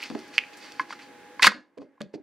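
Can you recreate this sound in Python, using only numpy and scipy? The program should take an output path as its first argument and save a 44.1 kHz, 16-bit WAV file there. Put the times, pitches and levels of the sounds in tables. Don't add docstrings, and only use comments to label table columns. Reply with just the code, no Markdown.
import sys
import numpy as np
from scipy import signal
from scipy.fft import rfft, irfft
from scipy.io import wavfile
from scipy.ndimage import uniform_filter1d

SR = 44100
rng = np.random.default_rng(int(sys.argv[2]) if len(sys.argv) > 2 else 0)


def linear_from_db(decibels):
    return 10 ** (np.asarray(decibels, float) / 20)


def store_wav(level_fs):
    pcm = np.round(np.clip(np.atleast_2d(level_fs), -1, 1) * 32767)
    wavfile.write(sys.argv[1], SR, pcm.T.astype(np.int16))


N = 98298
T = np.arange(N) / SR


def unit(x):
    return x / np.sqrt(np.mean(x ** 2))


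def ring(x, hz, t60_s):
    pole = np.exp(2j * np.pi * hz / SR - np.log(1000) / (max(t60_s, 1e-3) * SR))
    return signal.lfilter([1], [1, -pole], x).imag


def band(x, hz, width_hz):
    return signal.lfilter(*signal.iirpeak(hz, hz / width_hz, SR), x)


def colour(x, table):
    hz, db = np.array(table, float).T
    f = np.maximum(np.arange(x.shape[-1] // 2 + 1) * SR / x.shape[-1], 1)
    gain = linear_from_db(np.interp(np.log(f), np.log(hz), db))
    return irfft(rfft(x) * gain, x.shape[-1])


def add(out, s, piece, db):
    i = int(max(s, 0) * SR)
    n = min(len(piece), N - i)
    out[i:i + n] += piece[:n] * linear_from_db(db) / np.max(np.abs(piece))


def push(length_s, size=8192):
    t = np.arange(size) / SR
    return np.where(t < length_s, 1 - np.cos(2 * np.pi * t / length_s), 0) + 1e-18


def puff(hz, width_hz, length_s, size=4096):
    t = np.arange(size) / SR
    envelope = np.exp(-t / length_s) * (1 - np.exp(-t / 0.0005))
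    x = rng.standard_normal(size) * envelope
    x = band(band(x, hz, width_hz), hz, width_hz)
    return x / np.max(np.abs(x))


def walk(rate_hz):
    k = int(SR / rate_hz)
    steps = np.repeat(rng.standard_normal(N // k + 1), k)
    return 1.09 * uniform_filter1d(uniform_filter1d(steps, k), k)[:N]


def grains(rate_hz, spread_db):
    chance, sign, size = rng.random((3, N))
    return (chance < rate_hz / SR) * np.sign(sign - 0.5) * linear_from_db(-spread_db * np.log(size + 0.00036))


def tearing(env, table, rate_hz, spread_db, ring_db):
    ruptures = grains(rate_hz, spread_db)
    blades = sum(ring(ruptures, hz, 0.04) for hz in (2150., 2600., 4700.))
    return env * unit(unit(colour(ruptures, table)) + linear_from_db(ring_db) * unit(blades))


# (time [s], level [dB])
RIP_LEVEL = [
    (1.4, -55.5),
    (1.42, -43.5),
    (1.4239, -21),
    (1.431, -14.5),
    (1.442, -19),
    (1.469, -17),
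    (1.482, -29),
    (1.493, -34),
    (1.494, -45),
    (1.55, -75),
]
# (frequency [Hz], level [dB])
RIP_COLOUR = [(150, -24), (650, -23), (1100, -11), (2100, -8), (3200, -3), (4700, -6), (7000, -13.5),
              (15500, -35.5)]
JUDDER_DB = 2.5


def rip():
    s, db = np.array(RIP_LEVEL).T
    level_db = np.interp(T, s, db, left=-120, right=-120) + JUDDER_DB * walk(350)
    return tearing(linear_from_db(level_db), RIP_COLOUR, 14000, 2.8, -8)


# (frequency [Hz], level [dB], t60 [s])
SLAM_MODES = [(203, -16, 0.092), (490, -20.5, 0.049), (1130, -5, 0.029), (1300, 7.5, 0.015),
              (1680, 0.5, 0.035), (2150, -3, 0.042), (2460, -20.5, .03), (2920, 0.5, 0.007),
              (4700, -6, 0.027), (1710, -31.5, 0.37), (6440, -30, 0.034), (7740, -37.5, .02),
              (9800, -18.5, .01)]
SLAM_S, SLAM_DB, SLAM_TICK_DB = 1.4696, 1.04, -11.5


def slam():
    out = np.zeros(N)
    force = push(0.0001)
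    modes = sum(linear_from_db(db) * hz / 1000 * ring(ring(force, hz, 8.7 / hz), hz, t60) for hz, db, t60 in SLAM_MODES)
    add(out, SLAM_S, modes, SLAM_DB)
    add(out, SLAM_S, puff(6800, 9000, 0.00057), SLAM_TICK_DB)
    return out


# (time [s],
# peak level [dB], pitch [Hz], ring t60 [s])
SNAPS = [(.003, -33, 2470, 0.011), (.0243, -29, 2400, 0.0043), (0.0284, -20.5, 2520, 0.003),
         (0.0314, -33, 2360, 0.012), (0.0343, -34, 2560, .004), (0.038, -26, 2600, .005),
         (0.0385, -31, 4600, 0.0031), (0.0418, -31.5, 2580, 0.007), (0.059, -36, 2450, 0.008),
         (0.3808, -25.5, 2530, 0.0034), (0.3811, -0.5, 2530, 0.002), (0.3847, -16, 2570, 0.0017),
         (0.3847, -21.5, 2750, 0.0034), (0.388, -7.5, 2600, 0.0022), (0.3898, -19, 2440, 0.0034),
         (.437, -29, 2236, 0.0063), (1.4236, -7.5, 2150, 0.0041), (1.428, -10, 2000, .004),
         (1.4296, -12, 3630, 0.0034), (1.4316, -6, 2200, 0.0046), (1.4341, -7, 2670, 0.0012),
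         (1.4351, -5.5, 2380, 0.0027), (1.4393, -14.5, 3800, 0.0057), (1.4446, -3, 1480, 0.0024),
         (1.448, -11, 2432, 0.0042), (1.4484, -6.5, 2720, 0.0018), (1.457, -13, 2603, 0.0038),
         (1.4672, -8.5, 1690, .003), (1.4693, -2.5, 1300, .004), (1.4361, -7.5, 2260, 0.0084),
         (1.4665, -8.5, 4600, 0.006), (1.4746, -5.5, 1757, 0.0096), (1.4778, -6, 1715, 0.013),
         (1.488, -24.5, 1510, 0.0065), (1.4902, -20, 1812, 0.008), (1.4929, -23.5, 1502, .004)]
SNAP_RISE_S = 0.0021


def snaps():
    out = np.zeros(N)
    force = np.diff(push(0.0001, size=2048))
    for s, db, hz, t60 in SNAPS:
        onset = ring(force, hz, SNAP_RISE_S)
        add(out, s, ring(ring(onset, 0.86 * hz, t60), 1.14 * hz, t60), db)
        add(out, s, puff(4700, 1100, 0.0013), db - 23.5)
    return out


# (time [s], peak level [dB], tilt [dB per octave], ring scale [ratio])
KNOCKS = [
    (0.7956, -12, 14, 1.26),
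    (0.906, -26, 11, 0.19),
    (1.3946, -18.5, 15, 1.2),
    (1.4455, -9, 7.5, 0.79),
    (1.519, -26, 12.5, 0.272),
    (1.703, -67.5, -0.5, 1.03),
    (1.978, -53, 2.5, 0.73),
]
# (frequency [Hz], level [dB], t60 [s])
FRAME_MODES = [(1045, -1.8, 0.034), (1078, -8, 0.03), (1300, -8, 0.019), (1532, -8, 0.025),
               (1675, -9, 0.039), (2000, -13.5, .015), (2112, -12, 0.027), (3090, -24, .012),
               (4600, -25, 0.007)]


def knocks():
    out = np.zeros(N)
    force = np.diff(push(0.0001))
    for s, db, tilt_db, scale in KNOCKS:
        piece = 0
        for hz, mode_db, t60 in FRAME_MODES:
            swell = ring(force, hz, 0.011 * (1000 / hz) ** 1.41)
            level = linear_from_db(mode_db + tilt_db * np.log2(hz / 1000)) * 1000 / hz
            piece = piece + level * ring(swell, hz, t60 * scale)
        add(out, s, piece, db)
    return out


# (time [s], peak level [dB], pitch [Hz], ring t60 [s], slap level [dB])
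THUDS = [(0.0999, -28.5, 268, 0.088, -3.5), (0.112, -32.5, 750, 0.015, -10), (.117, -34.5, 240, 0.087, -12),
         (.128, -37.5, 221.5, 0.16, -19), (0.149, -29, 392, 0.019, -3.5),
         (0.1522, -22.5, 310, 0.064, -13.5), (1.499, -39, 290, 0.13, -20),
         (1.543, -41.5, 252.6, 0.163, -6.5), (.806, -37.5, 300.7, 0.044, -20),
         (1.7725, -40, 450.6, 0.026, -19), (1.7756, -34.5, 501, 0.047, -24), (1.783, -38, 278.6, 0.16, -8),
         (1.8, -41.5, 521, .04, -23), (1.826, -39.5, 395.6, 0.019, -17), (1.817, -35.5, 523, 0.046, -18),
         (1.846, -44, 271.2, 0.11, -22), (2.0051, -30, 212, 0.064, -5.5), (2.009, -32, 578, 0.043, 0.5),
         (2.032, -36.5, 187.4, 0.086, -21), (2.1383, -27.5, 420, 0.023, -15.5),
         (2.148, -32, 312, 0.07, -29.5), (2.154, -30.5, 298, 0.058, -34), (2.176, -40.5, 404, 0.052, -29),
         (2.198, -43.5, 290, 0.11, -26.5)]
# (pitch ratio, level [dB])
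BOARD_MODES = [(1, 9.5), (1.3, -8), (1.17, -4), (2.2, -8), (1.2, -5), (2.05, -9), (0.85, -9), (9.3, -37)]
RATTLE_DB, RATTLE_SHARE, THUD_SWELL_CYCLES = -9.5, 0.16, 5


def thuds():
    out = np.zeros(N)
    t = np.arange(8192) / SR
    for s, db, pitch_hz, t60, slap_db in THUDS:
        rattle = band(rng.standard_normal(len(t)), 1.9 * pitch_hz, 1.6 * pitch_hz)
        rattle = rattle * 4 * np.exp(-t / (RATTLE_SHARE * t60))
        force = push(0.00039) + linear_from_db(RATTLE_DB) * rattle
        piece = 0
        for ratio, mode_db in BOARD_MODES:
            hz = pitch_hz * ratio
            swell = ring(force, hz, THUD_SWELL_CYCLES / hz)
            piece = piece + linear_from_db(mode_db) * ratio * ring(swell, hz, t60 / ratio ** 0.55)
        add(out, s, piece, db)
        add(out, s, puff(1300, 2000, 0.0021), db + slap_db)
    return out


# (time [s], peak level [dB], pitch [Hz], length [s])
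TICKS = [(0.024, -43.5, 9000, .001), (0.033, -39, 9800, 0.0015), (0.19, -38, 4370, .002),
         (1.4435, -19.5, 8700, 0.0019), (1.4225, -22, 5000, .001), (1.518, -37, 4170, .002),
         (.925, -27, 1400, .006), (0.2, -46, 5200, 0.0016), (0.66, -48.5, 2900, .002),
         (2.025, -47.5, 2800, .0015), (0.99, -37, 2000, 0.036), (0.28, -47.5, 6850, 0.0015),
         (0.38, -21.5, 5300, 0.00089), (0.57, -45, 6700, 0.018), (0.805, -41.5, 4400, .002),
         (0.72, -35.5, 4000, 0.0022), (1.776, -51.5, 3460, 0.0052), (2.0164, -28, 3220, 0.0012),
         (2.015, -54, 3540, 0.0026), (2.136, -60, 3970, 0.0036)]


def ticks():
    out = np.zeros(N)
    for s, db, hz, length_s in TICKS:
        add(out, s, puff(hz, hz, length_s), db)
    return out


# (time [s], peak level [dB], rise [s], fall [s])
RUBS = [(0.041, -40, 0.041, 0.055), (.2, -54, 0.033, 0.27), (0.347, -44.5, 0.013, 0.04),
        (0.536, -50.5, 0.0053, 0.016), (.65, -48, 0.052, 0.095), (0.819, -48.5, 0.022, 0.0063),
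        (0.913, -44.5, 0.018, 0.03), (1.025, -51.5, 0.016, 0.032), (1.82, -65, 0.018, 0.021),
        (2.03, -56.5, .01, 0.012), (2.148, -50.5, 0.0089, 0.0078)]
# (frequency [Hz], level [dB])
RUB_COLOUR = [(240, -20), (400, -32.5), (694, -18), (821, -3.5), (1130, -6), (2590, 1.5), (3910, -5),
              (4630, 1), (15500, -36.5)]


def rubs():
    env = np.zeros(N)
    for s, db, rise_s, fall_s in RUBS:
        env += linear_from_db(db) * np.exp(np.where(T < s, -((T - s) / rise_s) ** 2, (s - T) / fall_s))
    return tearing(env, RUB_COLOUR, 6000, 0.69, -7.0)


def jolt():
    out = np.zeros((2, N))
    for port in out:
        add(port, 1.42, puff(40, 100, 0.029, size=8192), -49)
    return out


# (frequency [Hz], side level under mid [dB])
SIDE_COLOUR = [(60, -4), (200, -7), (600, -11), (1300, -21), (2400, -17), (4400, -12), (8000, -5),
               (14000, -3)]


def stereo_side(near):
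    return colour(0.7 * signal.hilbert(near).imag + near * walk(500), SIDE_COLOUR)


ROOM_T60_S, ROOM_TREBLE_T60_S, ROOM_GAP_S = 0.24, 0.029, 0.0059
ROOM_BASS_T60_S, ROOM_BASS_DB = 0.4, 1.5


def room(x):
    t = np.arange(int(0.7 * SR)) / SR
    noise = rng.standard_normal((3, len(t)))
    noise = noise[0] + 0.35 * noise[1:]
    low = signal.lfilter(*signal.butter(2, 5500, fs=SR), noise)
    bass = signal.lfilter(*signal.butter(2, [220, 650], "band", fs=SR), noise)
    tail = bass * linear_from_db(ROOM_BASS_DB - 60 * t / ROOM_BASS_T60_S)
    tail = tail + low * linear_from_db(-60 * t / ROOM_T60_S)
    tail = tail + (noise - low) * linear_from_db(-60 * t / ROOM_TREBLE_T60_S)
    tail = tail * np.clip(t / ROOM_GAP_S, 0, 1)
    tail = tail / np.sqrt(np.sum(tail ** 2) / 2)
    return signal.fftconvolve(x[None], tail, axes=1)[:, :N]


# (frequency [Hz], level [dB])
HUM_COLOUR = [(15, -64), (25, -44.5), (421, -9), (457, -10), (722, -11.5), (848, -9.5), (1270, -12.5),
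              (1710, -8), (15500, -40)]
# (frequency [Hz], width [Hz], level [dB])
HUM_BANDS = [(290, 77, -56), (493, 8.9, -61.5), (1645, 110, -62), (2100, 39, -68.5)]
HUM_DB, WHINE_HZ, WHINE_DB = -52, 829, -56.5
DUCK_S, DUCK_DB, DUCK_FALL_S, RECOVER_DB_S = 1.45, -19.5, 0.083, 4
DUCK_TREBLE_DB, DUCK_WHINE_DB = -12, -5


def hum():
    fall = np.clip((T - DUCK_S) / DUCK_FALL_S, 0, 1)
    mid, side = colour(rng.standard_normal((2, N)), HUM_COLOUR)
    out = mid + colour(side, SIDE_COLOUR) * 3.1 * np.array([[1], [-1]])
    out = unit(out) * linear_from_db(HUM_DB - 1.15) * linear_from_db(1.2 * walk(4))
    low = signal.lfilter(*signal.butter(2, 2200, fs=SR), out)
    out = low + (out - low) * linear_from_db(fall * DUCK_TREBLE_DB)
    for hz, width_hz, db in HUM_BANDS:
        out = out + linear_from_db(db + 1.9 * walk(7.86)) * unit(band(rng.standard_normal(N), hz, width_hz))
    whine = np.sqrt(2) * np.sin(2 * np.pi * np.cumsum(WHINE_HZ + 1.6 * walk(2.1)) / SR)
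    out = out + linear_from_db(WHINE_DB + 0.48 * walk(2.1) + fall * DUCK_WHINE_DB) * whine
    return out * linear_from_db(fall * (DUCK_DB + RECOVER_DB_S * (T - DUCK_S)))


MIC_LOW_HZ, ROOM_DB = 142.1, -19.5


def scene():
    near = rip() + slam() + snaps() + knocks() + thuds() + ticks() + rubs()
    near = signal.sosfilt(signal.butter(3, MIC_LOW_HZ, "high", fs=SR, output="sos"), near)
    ports = near + stereo_side(near) * np.array([[1], [-1]]) + jolt()
    balance = linear_from_db(np.array([[-0.35], [0.35]]))
    return balance * (ports + linear_from_db(ROOM_DB) * room(near) + hum())


def low_pass(x):
    return signal.sosfilt(signal.butter(12, 15870, fs=SR, output="sos"), x)


def record(dry):
    mix = np.clip(dry, -1, 1)
    return low_pass(mix)


dry = scene()
out = record(dry)
store_wav(out)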